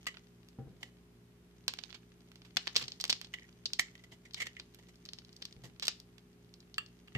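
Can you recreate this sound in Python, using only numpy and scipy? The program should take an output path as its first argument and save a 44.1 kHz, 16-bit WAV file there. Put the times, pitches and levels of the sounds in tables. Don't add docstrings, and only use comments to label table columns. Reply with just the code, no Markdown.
import sys
import numpy as np
from scipy import signal
from scipy.fft import rfft, irfft, next_fast_len
from scipy.io import wavfile
from scipy.ndimage import uniform_filter1d

SR = 44100
rng = np.random.default_rng(int(sys.argv[2]) if len(sys.argv) > 2 else 0)


def master(y):
    cut = np.clip(np.atleast_2d(y).T, -1, 1)
    pcm = np.round(cut * 32767)
    wavfile.write(sys.argv[1], SR, pcm.astype(np.int16))


N = 316197

# start_s, level_db, decay_ms, pan_db, depth_db, crispness_db
SNAPS = [(0.1425, -53, 4.7, -8, 15, -13), (0.1705, -48, 1.4, -2.5, 12, -20), (0.4868, -57, 0.86, -2, 2, 26),
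         (1.6805, -25.5, 1.8, -3, 1.5, 16.5), (1.6906, -43.5, 2.5, -9, 6, -5), (1.7377, -39, 1, -1, 9, 24),
         (1.7881, -40, 2.2, -9.5, 3.5, -5), (1.8374, -47.5, 1.4, -23, -4, -15),
         (1.9039, -54, 3.6, -16, 0, -32), (1.9281, -50.5, 0.5, -14, 7, -21), (1.9443, -44, 11, -5, 6, 4),
         (2.3173, -56, 1.5, -6, 15, 24), (2.3575, -53.5, 0.78, -3, 4, 15), (2.4188, -56, 0.87, -1, 8, 3),
         (2.4485, -53.5, 17, -4.5, 9, 17), (2.5692, -22, 3.2, 0, 6, 9.5),
         (2.6717, -37.5, 1.7, -14.5, 13.5, 5), (2.6773, -34.5, 0.77, 12, 4.5, -8),
         (2.7562, -34, 0.68, 3, 2, -9), (2.763, -23.5, 2.1, -11, -6, -1), (2.7672, -24, 1.2, 10, -7, 8.5),
         (2.776, -39.5, 6.6, -14, 0, 14), (2.796, -43.5, 3.7, -2, 16, 29), (2.812, -37, 10.5, -4, 10, 16),
         (2.8245, -39, 3.9, 0, -4, 2), (2.8395, -40.5, 4.2, 2, -1, -4), (2.8817, -38.5, 1.4, -2, -7, 0.5),
         (2.9198, -40.5, .85, 4, -10, -3), (3.0009, -40.5, 1.2, -5, -3, 10),
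         (3.0073, -41, 1.7, -6, -11, -17), (3.0112, -33.5, 2.6, -.5, -27, 14),
         (3.0405, -30, 0.82, -5.5, 4, 17), (3.0523, -36.5, 1.1, 3.5, 0, 15),
         (3.0788, -47, 2.2, -1, -17, 19), (3.0958, -28, 2.1, 3.5, 6, 12), (3.0999, -22, 4.6, -3.5, -10, 4),
         (3.1039, -38, 3.5, -3, -1, 4.5), (3.1274, -25.5, 2.1, 0.5, -3.5, -6.5),
         (3.2144, -40.5, 0.68, -4.5, 3.5, 19), (3.2456, -45.5, 3.6, -0.5, -3, -1),
         (3.6567, -28.5, 5.1, 1, -15, -9), (3.7336, -30, 1.5, -0.5, -14.5, 8), (3.8, -38, 7.9, -9, -8, 27),
         (4.3353, -48.5, 1.8, 2, -16, 13), (4.3445, -35.5, 1.9, 1.5, -7, 7), (4.598, -41, 1.9, -.5, 1, -1),
         (4.7461, -53, 2.3, -4.5, 5, 38), (4.957, -60.5, 1.2, 0, -14, 19), (5.0532, -48, 1.9, 0, -9, 15),
         (5.0611, -52, 1, 0, -15, 16), (5.0887, -43, 1.8, 2.5, -5, -20), (5.1341, -41, 0.57, 0, -7, 10),
         (5.1868, -46, 2.2, 2, -6, 0), (5.2487, -55, .9, 1, -11, -6), (5.3292, -55.5, 1.4, 1, -15, 7),
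         (5.3646, -51.5, 2, -1, -26, 11), (5.4207, -45, 3.8, -2, 1, 13), (5.4241, -40, 0.95, 4.5, -9, -24),
         (5.4531, -39, 2.1, 1.5, -7, 11), (5.526, -51.5, 1.9, 1, -9, 6), (5.7977, -42.5, 0.6, -1.5, -3, 18),
         (5.8238, -31, 12.4, -1.5, -0.5, 6), (5.8529, -36.5, 4.5, 0, -7, 18),
         (5.8693, -38, 2.4, -6, -4, 19.5), (5.8813, -22.5, 1.9, 2, -0.5, 14),
         (6.0009, -49, 1, 1, -12.5, 19.5), (6.1818, -58.5, 2.5, -13, 7, 16),
         (6.5398, -52.5, 1.7, -1.5, -10, 9), (6.6041, -56.5, 1.9, 0, -20, 9),
         (6.7427, -46.5, 1.2, -.5, -11, 2), (6.8621, -55, 1.5, 6, -14, 3)]
# freq_hz, level_db
SOAP_SPECTRUM = [(100, -21), (900, -16), (1500, -13.5), (2200, -9.5), (3000, -3.5), (3700, -3),
                 (4400, -1.5), (5300, -5.5), (6500, -15), (8000, -21), (9500, -36), (12000, -34.5),
                 (14500, -39.5)]
# freq_hz, share of depth_db
DEPTH_TINT = [(600, 0.56), (1600, 1), (2400, 0.73), (4500, 0)]
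# freq_hz, share of crispness_db
CRISPNESS_TINT = [(4500, 0.032), (7500, 0.29), (12000, 0.8)]
# start_s, level_db, decay_ms, rasp_db, upper_ring_db
KNOCKS = [(0.0683, -31.5, 6.9, -6, -6), (0.081, -39.5, 6.7, -2, 18), (0.803, -52, 48, 11.5, 9),
          (0.8293, -38.5, 3.8, -1, 14), (3.3374, -34, 4.8, -4, 16), (3.3842, -48, 2.5, -22, -8),
          (3.4206, -53, 2, -28, -23), (3.4406, -57, 4, -30, -20), (3.7898, -33.5, 2, -2, -4),
          (3.794, -20.5, 2.7, -6, -12.5), (3.9526, -50, 2.2, -7, 8), (3.991, -57.5, 7.5, -5, 2),
          (4.037, -51.5, 6, 0.5, 5), (4.117, -49, 13, 4.5, 11), (4.251, -51, 9.5, -9, -8),
          (4.364, -40, 38, -3.5, 8), (4.401, -31, 8.7, -8.5, -5), (4.418, -30.5, 6.6, -7.5, -3),
          (4.454, -45, 12, -4, -2), (4.4686, -38, 2.8, -3.5, 1), (4.5665, -43.5, 1.9, -19, 4),
          (4.787, -55.5, 8.4, 7, 11), (4.832, -62.5, 8.3, 1, 0), (4.884, -56, 9.4, 5.5, 4),
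          (5.636, -45.5, 17, 7, 3), (7.1505, -35.5, 9.5, -17.5, 3)]
# freq_hz, level_db
HOLDER_SPECTRUM = [(100, -19), (600, -13), (1150, -17), (1550, -17), (1770, -9), (1950, 2), (2100, -2),
                   (2500, -13), (3030, -5), (3400, -10), (4500, -11), (7000, -15), (9500, -27),
                   (14500, -29)]
# freq_hz, share of rasp_db
RASP_TINT = [(900, 1.67), (1950, 0.18), (3000, 0.55), (4500, 1.14), (7500, 1), (12000, 1.4)]
# freq_hz, share of upper_ring_db
UPPER_RING_TINT = [(2400, 0.19), (2950, 0.56), (3400, 0.32), (4400, 0)]
# time_s, force_db
DRAG = [(0.0, -64), (0.18, -73), (1.38, -78.5), (1.72, -72.5), (1.84, -61), (2.0, -74), (2.43, -72.5),
        (2.79, -57), (2.98, -63), (3.46, -68.5), (3.66, -70.5), (3.8, -67.5), (4.17, -75.5), (4.49, -69),
        (5.16, -73), (5.26, -69.5), (6.33, -77), (7.1, -72)]
# freq_hz, level_db
SHAVINGS_SPECTRUM = [(300, -8), (900, -9.5), (2000, -10), (3200, -7.5), (4800, -7.5), (6500, -4.5),
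                     (8000, -13.5), (10000, -33), (14500, -26.5)]
# start_s, level_db, decay_ms, brightness_db
CHIPS = [(0.0672, -35, 3.7, 4), (6.7814, -27, 2.8, -8.5), (7.0805, -53, 2.7, -25), (7.1501, -37, 1.4, -30)]
# freq_hz, level_db
TAP_SPECTRUM = [(100, -20), (750, -28), (1000, -17), (1220, -1), (1450, -16), (1680, -5), (2100, -18),
                (2500, -11), (2780, 1), (3150, -9), (3550, -10), (3980, -26), (4600, -4), (5100, -24),
                (6500, -29), (7600, -15), (9700, -34), (12100, -23), (14500, -38)]
# freq_hz, share of brightness_db
BRIGHTNESS_TINT = [(900, 1.08), (2200, 0.48), (4500, .8), (12000, 1.1)]
# start_s, level_db, push_ms, rattle_db
BUMPS = [(0.587, -33.5, 0.33, -2.5), (0.607, -66, 1, 39), (.668, -41.5, 4, -6), (2.813, -44.5, 0.29, 3),
         (4.111, -55.5, 1.2, 7), (5.564, -45.5, 3.2, -18), (5.635, -46, 0.46, 4), (7.1525, -26.5, 1, 3)]
# freq_hz, level_db, t60_s
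TABLE_MODES = [(121, -29.5, 0.088), (129, 8.5, 0.45), (162, -11.5, 0.05), (222, 10, 0.054),
               (289, -8.5, 0.11), (365, 2.5, 0.21), (455, 4.5, 0.18), (519, -4, 0.23), (679, -14, 0.14),
               (783, 4, 0.2), (1095, -27.5, 0.082)]
# freq_hz, level_db
RATTLE_SPECTRUM = [(40, -9), (130, 15.5), (400, 3), (800, -11.5), (1100, -19.5), (1600, -14.5),
                   (3000, -43.5), (8000, -80)]
# freq_hz, level_db (rms)
HUM_LINES = [(58.8, -70.5), (117.5, -77), (120, -68.5), (177.4, -66), (240, -73), (274, -80), (352.5, -75),
             (411.3, -72)]
# freq_hz, level_db (per Hz)
AIR_SPECTRUM = [(20, -18.5), (35, -1), (55, -2), (85, -1), (125, -0.5), (148, -0.5), (175, 1.5),
                (230, -0.5), (400, -7), (480, -11.5), (900, -18), (2500, -22), (7000, -30), (14500, -33)]
# freq_hz, left minus right_db
PORT_COLOUR = [(200, 4), (1000, -1.5), (2500, 1), (4400, 2.5), (5600, 4.5), (7500, -6.5), (12000, -3.5)]

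SIDES = np.array([[1], [-1]])
AIR_DB = -66
KNOCK_PAN_DB, CHIP_PAN_DB = -2.5, -1
GRIP_DETUNE, BLADE_DETUNE = 0.02, 0.028
FINGER_ECHO_MS, FINGER_RIPPLE_DB = 1.213, 1
CRUMB_OVER_DB, CRUMB_SPREAD_DB, CRUMB_PAN_DB, CRUMB_TINT_DB = 8.5, 3, 4, 8
CRUMB_DECAY_MS, CRUMB_DEPTH_DB = 1.8, 9
CRACK_SAMPLES = 4096


def undb(db):
    return 10 ** (np.asarray(db) / 20)


def unit_rms(x):
    return x / np.sqrt(np.mean(x ** 2, axis=-1, keepdims=True))


def blow_level(x, level_db):
    return unit_rms(x) * np.sqrt(0.005 * SR / x.shape[-1]) * undb(level_db)


def curve_db(points, size):
    hz, db = np.transpose(points)
    return np.interp(np.log(np.fft.rfftfreq(size, 1 / SR) + 1), np.log(hz), db)


def colour(x, points):
    size = next_fast_len(x.shape[-1], True)
    return irfft(rfft(x, size) * undb(curve_db(points, size)), size)[..., :x.shape[-1]]


def causal(gain):
    cepstrum = irfft(np.log(gain))
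    half = cepstrum.shape[-1] // 2
    cepstrum[..., 1:half] *= 2
    cepstrum[..., half + 1:] = 0
    return np.exp(rfft(cepstrum))


def add(out, start_s, x):
    i = int(start_s * SR)
    out[:, i:i + x.shape[-1]] += x[:, :max(N - i, 0)]


def walk(rate_hz):
    hold = int(SR / rate_hz)
    steps = np.repeat(rng.standard_normal(N // hold + 1), hold)
    return unit_rms(uniform_filter1d(uniform_filter1d(steps, hold), hold)[:N])


def crack(decay_ms, shape_db, rise, first, tail_db, tail_ms, tail_top_hz, grit_db=3.0, alike_hz=1900):
    size = CRACK_SAMPLES
    t_ms = np.arange(size) * 1000 / SR
    decay_ms = max(decay_ms, 0.3)
    fits = undb(grit_db * unit_rms(uniform_filter1d(rng.standard_normal(size), size=50)))
    swell = 1 - np.exp(-t_ms / (rise * decay_ms))
    burst = rng.standard_normal((2, size)) * unit_rms(fits) * np.exp(-t_ms / decay_ms) * swell
    scatter = rng.standard_normal((2, size)) * undb(tail_db) * np.exp(-t_ms / tail_ms)
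    burst += signal.sosfilt(signal.butter(2, tail_top_hz, fs=SR, output="sos"), scatter)
    burst[:, 0] += first
    spectrum = rfft(burst)
    alike = 1 / (1 + (np.fft.rfftfreq(size, 1 / SR) / alike_hz) ** 2)
    spectrum[0] = alike * spectrum[1] + (1 - alike) * spectrum[0]
    broad = np.sqrt(uniform_filter1d(np.abs(spectrum) ** 2, size=90, axis=-1))
    ports_db = SIDES * curve_db(PORT_COLOUR, size) / 2
    sound = irfft(spectrum * causal(undb(shape_db + ports_db) / broad))
    sound[0] = np.roll(sound[0], 6)
    return sound


def breaks(events, body, tints, detune, **crack_settings):
    out = np.zeros((2, N))
    khz = np.fft.rfftfreq(CRACK_SAMPLES, 1000 / SR)
    chances = rng.uniform(-1, 1, (len(events), 3))
    for (start_s, level_db, decay_ms, pan_db, *amounts_db), (shift, reach, turn) in zip(events, chances):
        gripped = np.array(body) * [1 + detune * shift, 1]
        shape_db = curve_db(gripped, CRACK_SAMPLES)
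        for amount_db, tint in zip(amounts_db, tints):
            shape_db = shape_db + amount_db * curve_db(tint, CRACK_SAMPLES)
        echo_ms = FINGER_ECHO_MS * (1 + 0.5 * reach)
        shape_db = shape_db + FINGER_RIPPLE_DB * np.cos(2 * np.pi * khz * echo_ms + np.pi * turn)
        sound = crack(decay_ms, shape_db, **crack_settings)
        add(out, start_s, blow_level(sound, level_db + SIDES * pan_db / 2))
    return out


def background(waver_db=0.2, drift_rad=0.23, wide_hz=900):
    t = np.arange(N) / SR
    hum = np.zeros(N)
    for hz, level_db in HUM_LINES:
        phase = drift_rad * walk(3.4) + 2 * np.pi * rng.random()
        hum += np.sqrt(2) * undb(level_db + waver_db * walk(5.5)) * np.sin(2 * np.pi * hz * t + phase)
    mid, side = unit_rms(colour(rng.standard_normal((2, N)), AIR_SPECTRUM))
    side = signal.sosfilt(signal.butter(1, wide_hz, "high", fs=SR, output="sos"), side) + 0.18 * side
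    return hum + undb(AIR_DB) * (mid + SIDES * side)


def room(x, wet_db=-14, t60_s=0.26, build_s=0.00057, split_hz=5500, top_hz=8500):
    t = np.arange(SR // 2) / SR
    low = signal.sosfilt(signal.butter(2, split_hz, fs=SR, output="sos"), rng.standard_normal((2, len(t))))
    high = signal.sosfilt(signal.butter(2, split_hz, "high", fs=SR, output="sos"),
                          rng.standard_normal((2, len(t))))
    tail = (low + high) * undb(-60 * t / t60_s) * (1 - np.exp(-(t / build_s) ** 2))
    tail = signal.sosfilt(signal.butter(3, top_hz, fs=SR, output="sos"), unit_rms(tail) / np.sqrt(len(t)))
    return x + undb(wet_db) * signal.fftconvolve(x, tail, axes=1)[:, :N]


def table_ring(phase_spread_rad):
    t = np.arange(SR // 2) / SR
    out = np.zeros((2, len(t)))
    for hz, level_db, t60_s in TABLE_MODES:
        phase = phase_spread_rad * rng.standard_normal((2, 1))
        out += undb(level_db) * np.exp(-np.log(1000) * t / t60_s) * np.sin(2 * np.pi * hz * t + phase)
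    return out


def bumps(rattle_t60_s=0.48, onset_ms=0.64):
    out = np.zeros((2, N))
    for start_s, level_db, push_ms, rattle_db in BUMPS:
        top = unit_rms(table_ring(phase_spread_rad=0.37))
        t = np.arange(top.shape[-1]) / SR
        noise = rng.standard_normal(len(t)) + 0.5 * rng.standard_normal((2, len(t)))
        rattle = colour(noise, RATTLE_SPECTRUM) * undb(-60 * t / rattle_t60_s)
        keep = np.exp(-1000 / (SR * max(push_ms, 0.1)))
        thud = unit_rms(signal.lfilter([1 - keep], [1, -keep], top)) + undb(rattle_db) * unit_rms(rattle)
        contact = 1 - np.exp(-(1000 * t / onset_ms) ** 2)
        add(out, start_s, blow_level(thud * contact, level_db))
    return out


def chips():
    events = [(start_s, level_db, decay_ms, CHIP_PAN_DB, bright_db)
              for start_s, level_db, decay_ms, bright_db in CHIPS]
    return breaks(events, TAP_SPECTRUM, [BRIGHTNESS_TINT], detune=0, rise=0.091, first=3.4,
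                  tail_db=-17, tail_ms=13, tail_top_hz=4430)


def blade():
    events = [(start_s, level_db, decay_ms, KNOCK_PAN_DB, rasp_db, upper_db)
              for start_s, level_db, decay_ms, rasp_db, upper_db in KNOCKS]
    return breaks(events, HOLDER_SPECTRUM, [RASP_TINT, UPPER_RING_TINT], detune=BLADE_DETUNE, rise=0.26,
                  first=0.43, tail_db=-19.0, tail_ms=14.0, tail_top_hz=5910)


def scrape(grains_per_s=800, scatter_db=5.0, grain_ms=0.82, quiet_db=-76, gain_db=-3, holder_db=-11):
    time_s, drag_db = np.transpose(DRAG)
    force = undb(np.interp(np.arange(N) / SR, time_s, drag_db))
    force = force * force ** 2 / (force ** 2 + undb(quiet_db) ** 2)
    sizes = undb(scatter_db * np.minimum(rng.exponential(size=N), 5))
    grains = (rng.random(N) < grains_per_s / SR) * sizes * rng.choice([-1, 1], N)
    spot = rng.integers(0, 4, N)
    fade = np.exp(-np.arange(512) * 1000 / SR / grain_ms)
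    sound = np.zeros((2, N))
    for k in range(4):
        spot_ring = rng.standard_normal((2, len(fade))) * fade
        sound += signal.fftconvolve((grains * (spot == k))[None], spot_ring, axes=1)[:, :N]
    ringing = undb(holder_db + SIDES * KNOCK_PAN_DB / 2) * unit_rms(colour(sound, HOLDER_SPECTRUM))
    return (unit_rms(colour(sound, SHAVINGS_SPECTRUM)) + ringing) * force * undb(gain_db)


def crumbs(count=80, bite_db=-73):
    time_s, force_db = np.transpose(DRAG)
    starts_s = (np.arange(count) + rng.random(count)) / count * N / SR
    drag_db = np.interp(starts_s, time_s, force_db)
    levels_db = drag_db + CRUMB_OVER_DB + np.minimum(drag_db - bite_db, 0)
    return [(start_s, level_db + CRUMB_SPREAD_DB * a, CRUMB_DECAY_MS, CRUMB_PAN_DB * b,
             CRUMB_DEPTH_DB + CRUMB_TINT_DB * c, CRUMB_TINT_DB * d)
            for start_s, level_db, (a, b, c, d) in zip(starts_s, levels_db, rng.standard_normal((count, 4)))]


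def soap():
    return breaks(SNAPS + crumbs(), SOAP_SPECTRUM, [DEPTH_TINT, CRISPNESS_TINT], detune=GRIP_DETUNE,
                  rise=0.092, first=3.92, tail_db=-19.5, tail_ms=14.0, tail_top_hz=6950)


def scene():
    return room(soap() + blade() + chips() + scrape() + bumps()) + background()


def record(dry):
    dry = signal.sosfilt(signal.butter(3, 42, "high", fs=SR, output="sos"), dry)
    dry = 0.6 * np.tanh(dry / 0.6)
    return signal.sosfilt(signal.ellip(8, 0.2, 70, 14600, fs=SR, output="sos"), dry)


dry = scene()
out = record(dry)
master(out)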